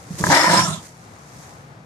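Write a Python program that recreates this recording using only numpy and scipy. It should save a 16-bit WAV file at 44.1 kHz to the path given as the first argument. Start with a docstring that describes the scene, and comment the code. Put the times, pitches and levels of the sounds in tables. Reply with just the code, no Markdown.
"""In a quiet garden, a raccoon lunges in a wire cage just below the microphone. Leaves rustle under
the cage, its paws thud and the cage rings with two knocks. Then comes one harsh snarl: throat pulses
and breath ring in the mouth as a rasp, air forced past the teeth adds a hiss, and a low growl
lingers as the mouth closes. The animal backs off with a faint hiss."""
import sys
import numpy as np
from scipy import signal
from scipy.fft import rfft, irfft, next_fast_len
from scipy.io import wavfile
from scipy.ndimage import map_coordinates

SR = 44100
rng = np.random.default_rng(int(sys.argv[2]) if len(sys.argv) > 2 else 0)


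def generate_wav(signal):
    """Clip the signal to [-1, 1] and save it as 16-bit WAV at the path in sys.argv[1]."""
    frames = np.transpose(np.atleast_2d(signal))
    scaled = np.clip(frames, -1, 1) * 32767
    pcm = np.round(scaled).astype(np.int16)
    wavfile.write(sys.argv[1], SR, pcm)


N = 81585
TIME = np.arange(N) / SR


def amp(db):
    """Turn decibels into a gain."""
    return 10 ** (np.asarray(db) / 20)


def unit(x):
    """Scale a signal to an average (rms) level of 1."""
    return x / np.sqrt(np.mean(x ** 2) + 1e-20)


def along(points, hz):
    """Read between (Hz, value) points, giving each octave equal room."""
    freqs, values = np.transpose(points)
    return np.interp(np.log(hz + 1), np.log(freqs + 1), values)


def curve(rows, column=1):
    """Turn one column of a timed table into a value per sample."""
    rows = np.array(rows)
    return np.interp(TIME, rows[:, 0], rows[:, column])


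def level(rows, column=1):
    """Gain from a timed column of decibels, silent before and after it."""
    return amp(curve(rows, column)) * (TIME >= rows[0][0]) * (TIME <= rows[-1][0])


def wobble(hz):
    """A smooth random curve through hz new values a second."""
    return map_coordinates(rng.standard_normal(N // 8), [TIME * hz], mode="wrap")


def filtered(x, response):
    """Scale each frequency of x by response(hz)."""
    size = next_fast_len(N + SR // 4)
    return irfft(rfft(x, size) * response(np.fft.rfftfreq(size, 1 / SR)), size)[..., :N]


def resonate(x, hz, width_hz):
    """Keep a narrow band of x around a frequency that may glide."""
    spin = np.exp(2j * np.pi * np.cumsum(hz * np.ones(N)) / SR)
    b, a = signal.bessel(2, width_hz / 2, fs=SR, norm="mag")
    band = signal.filtfilt(b, a, x / spin, padtype="even", padlen=SR // 10)
    return unit((band * spin).real)


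def sides(left_db, right_db):
    """Gains of the two microphones."""
    return amp([[left_db], [right_db]])


def lean(pair, balance):
    """Tip each frequency to the left or right."""
    return filtered(pair, lambda hz: amp(np.array([along(balance, hz), -along(balance, hz)]) / 2))


# Nearby sounds. Each row: frequency in Hz, how alike left and right are (1 same, -1 opposite).
NEAR_ALIKE = [(100,.97),(400,1),(700,0.86),(1000,0.6),(2000,0.4),(4000,0.033),(12000,0.017)]
def spread(pair, alike=NEAR_ALIKE):
    """Blend two unrelated noises so that left and right partly match."""
    turn = lambda hz: np.arccos(np.clip(along(alike, hz), -1, 1)) / 2
    mid, side = filtered(pair, lambda hz: np.array([np.cos(turn(hz)), np.sin(turn(hz))]))
    return np.array([mid + side, mid - side])


def rush(colour, alike=NEAR_ALIKE):
    """Steady stereo noise with the given tone colour."""
    noise = spread(rng.standard_normal((2, N)), alike)
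    return unit(filtered(noise, lambda hz: amp(along(colour, hz))))


# Tone of the air and the rumble. Each row: frequency in Hz, relative level in dB.
AIR_COLOUR = [(150, -28), (250, -7), (291, -11), (507, -4.5), (552, -7.5), (710, -3.5), (2200, -11.5),
              (3020, -17), (5830, -13), (14000, -13)]
RUMBLE_COLOUR = [(15, -65), (25, -51), (54, -19), (81, -10), (134, -3), (254, -15.5), (289, -18.5),
                 (325, -15.5), (400, -27.5), (520, -22), (880, -120)]
# The air's rise and fall. Each row: time in seconds, level in dB.
AIR_LEVEL = [(0,-46.5),(.8,-47.5),(.92,-49.5),(1.05,-47),(1.45,-46.5),(1.7,-48),(1.85,-50)]
# The garden's width. Each row: frequency in Hz, how alike left and right are.
GARDEN_LIKENESS = [(60, 1), (180, 0.96), (530, 0.72), (1570, -0.53), (4670, 0.5), (13900, -0.6)]
# Its lean to the left. Each row: frequency in Hz, left minus right in dB.
GARDEN_LEAN = [(60, 0), (130, 1.5), (280, 2.5), (620, 3), (1350, 6.5), (2930, 2.5), (6370, 3.5), (13900, 4)]
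def garden(dull_hz=3500, rumble_db=-46):
    """Soft outdoor air over a low rumble."""
    air = unit(filtered(rush(AIR_COLOUR, GARDEN_LIKENESS), lambda hz: 1 / (1 + (hz / dull_hz) ** 2)))
    rumble = rush(RUMBLE_COLOUR, GARDEN_LIKENESS) * amp(rumble_db - 0.5 * wobble(hz=25.08))
    air *= amp(curve(AIR_LEVEL) + 0.43 * wobble(hz=8.95))
    return lean(air + rumble, GARDEN_LEAN)


# Tone of the rustle. Each row: frequency in Hz, relative level in dB.
RUSTLE_COLOUR = [(300,-30),(1000,-5.5),(2000,0),(2900,-6),(4500,0),(6500,5),(8500,-1),(11000,-5),(14000,-13)]
# Its rise and fall. Each row: time in seconds, level in dB.
RUSTLE_LEVEL = [(0,-52),(.08,-50),(.11,-46),(.183,-40),(.187,-30),(.22,-34),(.26,-26),(.28,-29),(.32,-26),(.7,-37),(.82,-50),(.835,-43),(.885,-45.5),(.92,-53.5),(1.2,-56),(1.43,-47.5),(1.6,-57),(1.8,-76)]
# Its direction. Each row: frequency in Hz, left minus right in dB.
RUSTLE_LEAN = [(800,10),(2000,1),(4000,3),(7000,-4),(10000,-3.5),(13000,1.5)]
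def leaves(grain_db=2):
    """Fur and leaves make a grainy rustle as the animal moves."""
    grains = unit(rush(RUSTLE_COLOUR) * amp(grain_db * wobble(hz=490)))
    return lean(grains, RUSTLE_LEAN) * level(RUSTLE_LEVEL)


# Tone of the scuffling body. Each row: frequency in Hz, relative level in dB.
SCUFFLE_TONE = [(30,-38),(50,-17),(80,6),(160,3.5),(300,12.5),(600,-1),(1200,-1.5),(2500,-63)]
# Its rise and fall. Each row: time in seconds, level in dB.
SCUFFLE_LEVEL = [(.07,-51),(.11,-44.5),(.17,-46),(.2,-32),(.29,-26),(.34,-31),(.38,-66)]
# Paws landing. Each row: start in seconds, peak level in dB, pitch in Hz.
PAW_THUDS = [(0.103,-23,171.8),(.134,-27,145),(0.2,-18.5,170),(0.231,-20.5,132),(.264,-17.5,178),(.285,-16,150)]
def paws(rise_s=0.0088, fade_s=0.049):
    """Paws thud softly on the cage floor while the body scuffles."""
    out = rush(SCUFFLE_TONE) * level(SCUFFLE_LEVEL)
    for start, db, hz in PAW_THUDS:
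        age = np.maximum(TIME - start, 0)
        swell = (1 - np.exp(-(age / rise_s) ** 2)) * amp(-60 * age / fade_s)
        out += amp(db) * swell / swell.max() * np.sin(2 * np.pi * hz * age)
    return out


# Knocks on the cage. Each row: start in seconds, strength in dB.
CAGE_KNOCKS = [(0.2391,-3.5),(0.2677,-7.5)]
# Its ringing notes. Each row: pitch in Hz, left and right gain in dB, seconds to fade by 60 dB.
CAGE_NOTES = [(637,-17.5,-28,0.082),(1002,-14,-5.5,0.032),(1263,-2.5,-11,0.014),(1638,1.5,-10,0.018),(1740,-35,-22,0.06)]
def cage(crack_db=-12, crack_fade_s=0.0041, rise_s=0.0001, dull_hz=2160):
    """Each knock gives a short crack and sets the wire cage ringing briefly."""
    out = np.zeros((2, N))
    for start, db in CAGE_KNOCKS:
        age = np.maximum(TIME - start, 0)
        ring = np.zeros((2, N))
        for hz, left, right, fade_s in CAGE_NOTES:
            fade = amp(rng.normal(0, 1) - 60 * age / fade_s)
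            ring += sides(left, right) * fade * np.sin(2 * np.pi * hz * age)
        crack = amp(crack_db - 60 * age / crack_fade_s) * rng.standard_normal((2, N))
        out += amp(db) * (crack - ring) * (1 - np.exp(-age / rise_s))
    return signal.sosfilt(signal.butter(8, dull_hz, fs=SR, output="sos"), out)


# The vibrating throat. Each row: time in seconds, pitch in Hz.
THROAT_PITCH = [(.32,156),(.43,155),(.475,171.1),(.53,160.5),(.58,167.7),(.612,160.1),(.65,142),(.69,155.1),(.8,165.7)]
def throat_cycles(waver, waver_hz):
    """Count the throat's vibrations so far, as its pitch wavers at random."""
    return np.cumsum(curve(THROAT_PITCH) * np.exp(waver * wobble(waver_hz))) / SR


HISS_NOISE_SHARE, SPLUTTER_DB, FLUTTER_HZ = 0.97, 2, 110.47
def airflow(noise_share, uneven_db=4, surge=0.11):
    """Uneven throat pulses mix with rushing breath that surges once per vibration."""
    cycles = throat_cycles(waver=0.27, waver_hz=200)
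    pulses = np.diff(np.floor(cycles), prepend=0) * amp(uneven_db * wobble(hz=200))
    puffs = rng.standard_normal((2, N)) * (1 + surge * np.cos(2 * np.pi * cycles))
    return np.sqrt(1 - noise_share) * unit(pulses) + np.sqrt(noise_share) * unit(spread(puffs))


# The moving mouth. Each row: time in seconds, its own ring in Hz, how closed it is from 0 to 1,
# and a factor that retunes the other rings as the throat tightens.
MOUTH_SHAPE = [(.30,1700,0.22,.94),(.345,1876,0.08,1.024),(.40,1930,0,.99),(.48,1790,0.07,1.06),(.55,1700,0.17,1.006),(.61,1660,0,1.09),(.645,1680,0.7,1.046),(.68,1700,1,1.14),(.8,1700,0.92,1.035)]
def airway(air, rings, swirl_db=2.18):
    """Air rings at frequencies that shift with the mouth; each ring swells and sinks on its own."""
    closed, tuning = curve(MOUTH_SHAPE, column=2), curve(MOUTH_SHAPE, column=3)
    out = np.zeros((2, N))
    for hz, width_hz, left, right, closed_db in rings:
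        ring = resonate(air, hz * tuning, width_hz) * sides(left, right)
        out += ring * amp(closed_db * closed + swirl_db * wobble(hz=34.33))
    return out


def whistle(track, width_hz):
    """Air through a narrow gap sings in one gliding, spluttering band."""
    tone = resonate(airflow(HISS_NOISE_SHARE), curve(track), width_hz)
    tone *= amp(SPLUTTER_DB * wobble(FLUTTER_HZ))
    return unit(tone) * level(track, column=2) * sides(1.5, -1.5)


# The lingering hiss. Each row: time in seconds, frequency in Hz, level in dB.
PARTING_HISS = [(1.1,6500,-74),(1.2,6140,-63),(1.32,6000,-64),(1.42,6300,-59),(1.5,6460,-72),(1.62,6500,-80)]
def parting_hiss():
    """The animal breathes a faint hiss as it backs off."""
    return whistle(PARTING_HISS, width_hz=1900)


# The growl's rise and fall. Each row: time in seconds, level in dB.
GROWL_LEVEL = [(.28,-77),(.32,-23),(.337,-22.5),(.352,-32),(.44,-41.5),(.468,-26.5),(.53,-26),(.578,-22),(.635,-24),(.67,-27),(.735,-31),(.76,-34),(.795,-36),(.82,-80)]
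def growl():
    """The throat's lowest note, half unsteady tone and half rough flutter."""
    tone = unit(np.sin(2 * np.pi * throat_cycles(waver=0.098, waver_hz=90)))
    rough = resonate(rng.standard_normal(N), curve(THROAT_PITCH), width_hz=110)
    return np.sqrt(0.5) * (tone + rough) * level(GROWL_LEVEL)


# Tone of the breath. Each row: frequency in Hz, relative level in dB.
BREATH_COLOUR = [(400,-62),(1200,-21),(2400,-5.5),(2900,3.5),(5000,-3),(7000,-9.5),(9000,-11),(11500,-7),(14000,-45)]
# Rings of teeth and lips. Each row: centre and width in Hz, then left gain, right gain
# and change with the mouth closed, all in dB.
TEETH_RINGS = [(3530,220,-8.5,-10.5,0),(4100,290,-2.5,-10,-17),(4930,960,0,-11.5,-3.5),(6480,1650,-15,-1.5,10),(8070,1400,-7,-4.5,5)]
# The hiss's rise and fall. Each row: time in seconds, level in dB.
HISS_LEVEL = [(.27,-50),(.30,-22),(.325,-18.5),(.41,-22),(.48,-26),(.54,-18),(.575,-19.5),(.62,-24.5),(.68,-32.5),(.74,-34),(.79,-45),(.83,-55)]
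# The opening spit, a whistle between the teeth and a last wheeze through the nearly closed mouth.
# Each row: time in seconds, frequency in Hz, level in dB.
OPENING_SPIT = [(.29,6070,-45),(.3,5920,-31),(.322,6500,-22),(.345,6600,-38)]
TEETH_WHISTLE = [(.33,5200,-35),(.385,5400,-22),(.42,5240,-24.5),(.465,5360,-29.5),(.54,5290,-29.5),(.578,5180,-20.5),(.61,5600,-26.5),(.638,5580,-23),(.668,5700,-31.5),(.69,5700,-52)]
LAST_WHEEZE = [(.62,3270,-46),(.66,3350,-36),(.71,3600,-47),(.735,3765,-33.5),(.76,3520,-44),(.79,3470,-42.5),(.82,3280,-65)]
def hiss():
    """The raccoon forces air past its teeth in spluttering, whistling bursts."""
    air = airflow(HISS_NOISE_SHARE)
    breath = unit(filtered(air, lambda hz: amp(along(BREATH_COLOUR, hz)))) * sides(2.5, 5)
    out = unit(airway(air, TEETH_RINGS) + breath) * level(HISS_LEVEL)
    out *= amp(SPLUTTER_DB * wobble(FLUTTER_HZ))
    out += whistle(OPENING_SPIT, width_hz=1100)
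    out += whistle(TEETH_WHISTLE, width_hz=570)
    return out + whistle(LAST_WHEEZE, width_hz=720)


# Rings of the throat. Each row: centre and width in Hz, then left gain, right gain
# and change with the mouth closed, all in dB.
THROAT_RINGS = [(309.4,82,-6,-5,2.5),(615,274,-0.5,-2.5,2.5),(864,146,-1.5,-9,-1),(956,87,-4,6.5,-2.5),(1216,165,-5,-5,4.5),(1376,170,-0.5,-12,-39),(1620,290,-4,-19,-1.5),(1992,420,-2.5,-8.5,-12),(2270,430,-9.5,-8,-27)]
# The rasp's rise and fall. Each row: time in seconds, level in dB.
RASP_LEVEL = [(.27,-51),(.294,-40),(.301,-17.5),(.326,-11),(.38,-14),(.44,-17),(.484,-18),(.525,-15.5),(.58,-18),(.64,-26.5),(.66,-26.5),(.70,-30.5),(.75,-37.5),(.80,-47.5),(.84,-57)]
def rasp(closed_db=-9):
    """Rough air rings in the throat and mouth, making the harsh body of the snarl."""
    air = airflow(noise_share=0.78)
    mouth = resonate(air, curve(MOUTH_SHAPE), width_hz=210) * sides(0, -5.5)
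    mouth *= amp(closed_db * curve(MOUTH_SHAPE, column=2))
    voice = unit(airway(air, THROAT_RINGS) + mouth)
    return voice * level(RASP_LEVEL) * amp(-0.53 * wobble(FLUTTER_HZ))


# The head's path. Each row: time in seconds, left minus right in dB for the rasp, then for the hiss.
HEAD_PATH = [(.3,2.5,-1),(.425,1,2),(.47,-0.5,0),(.53,0,0),(.6,1,-3),(.74,-2,-3.5)]
def head_swing(column):
    """Left and right gains as the head swings past the microphone."""
    pan_db = curve(HEAD_PATH, column)
    return amp([pan_db / 2, -pan_db / 2])


# The throaty ring that ends the snarl. Each row: time in seconds, frequency in Hz, level in dB.
CLOSING_RING = [(.62,1310,-41),(.665,1304,-37),(.697,1310,-29),(.72,1340,-38),(.755,1280,-43),(.8,1250,-51)]
def snarl(low_cut_hz=80):
    """Hiss, rasp, growl and a closing ring join in one breath with little deep bass."""
    voice = hiss() * head_swing(column=2) + rasp() * head_swing(column=1)
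    voice += growl() + whistle(CLOSING_RING, width_hz=200)
    return filtered(voice, lambda hz: 1 - 1 / (1 + (hz / low_cut_hz) ** 4))


def scene(right_lag_s=0.00012, echo_db=-11.5, echo_fade_s=0.12):
    """The animal's sound reaches the left microphone first; the ground and nearby things echo it."""
    near = snarl() + parting_hiss() + paws() + cage()
    delays = np.array([[0], [right_lag_s]])
    near = filtered(near, lambda hz: np.exp(-2j * np.pi * hz * delays))
    age = TIME[:SR // 4]
    tail = rng.standard_normal((2, len(age))) * amp(-60 * age / echo_fade_s)
    echo = signal.fftconvolve(near, tail / np.linalg.norm(tail[0]), axes=1)[:, :N]
    return near + amp(echo_db) * echo + leaves() + garden()


def record(dry, top_hz=14460):
    """Round off the tallest peaks and remove the highest treble."""
    rounded = dry / (1 + dry ** 6) ** (1 / 6)
    return filtered(rounded, lambda hz: hz < top_hz)


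dry = scene()
out = record(dry)
generate_wav(out)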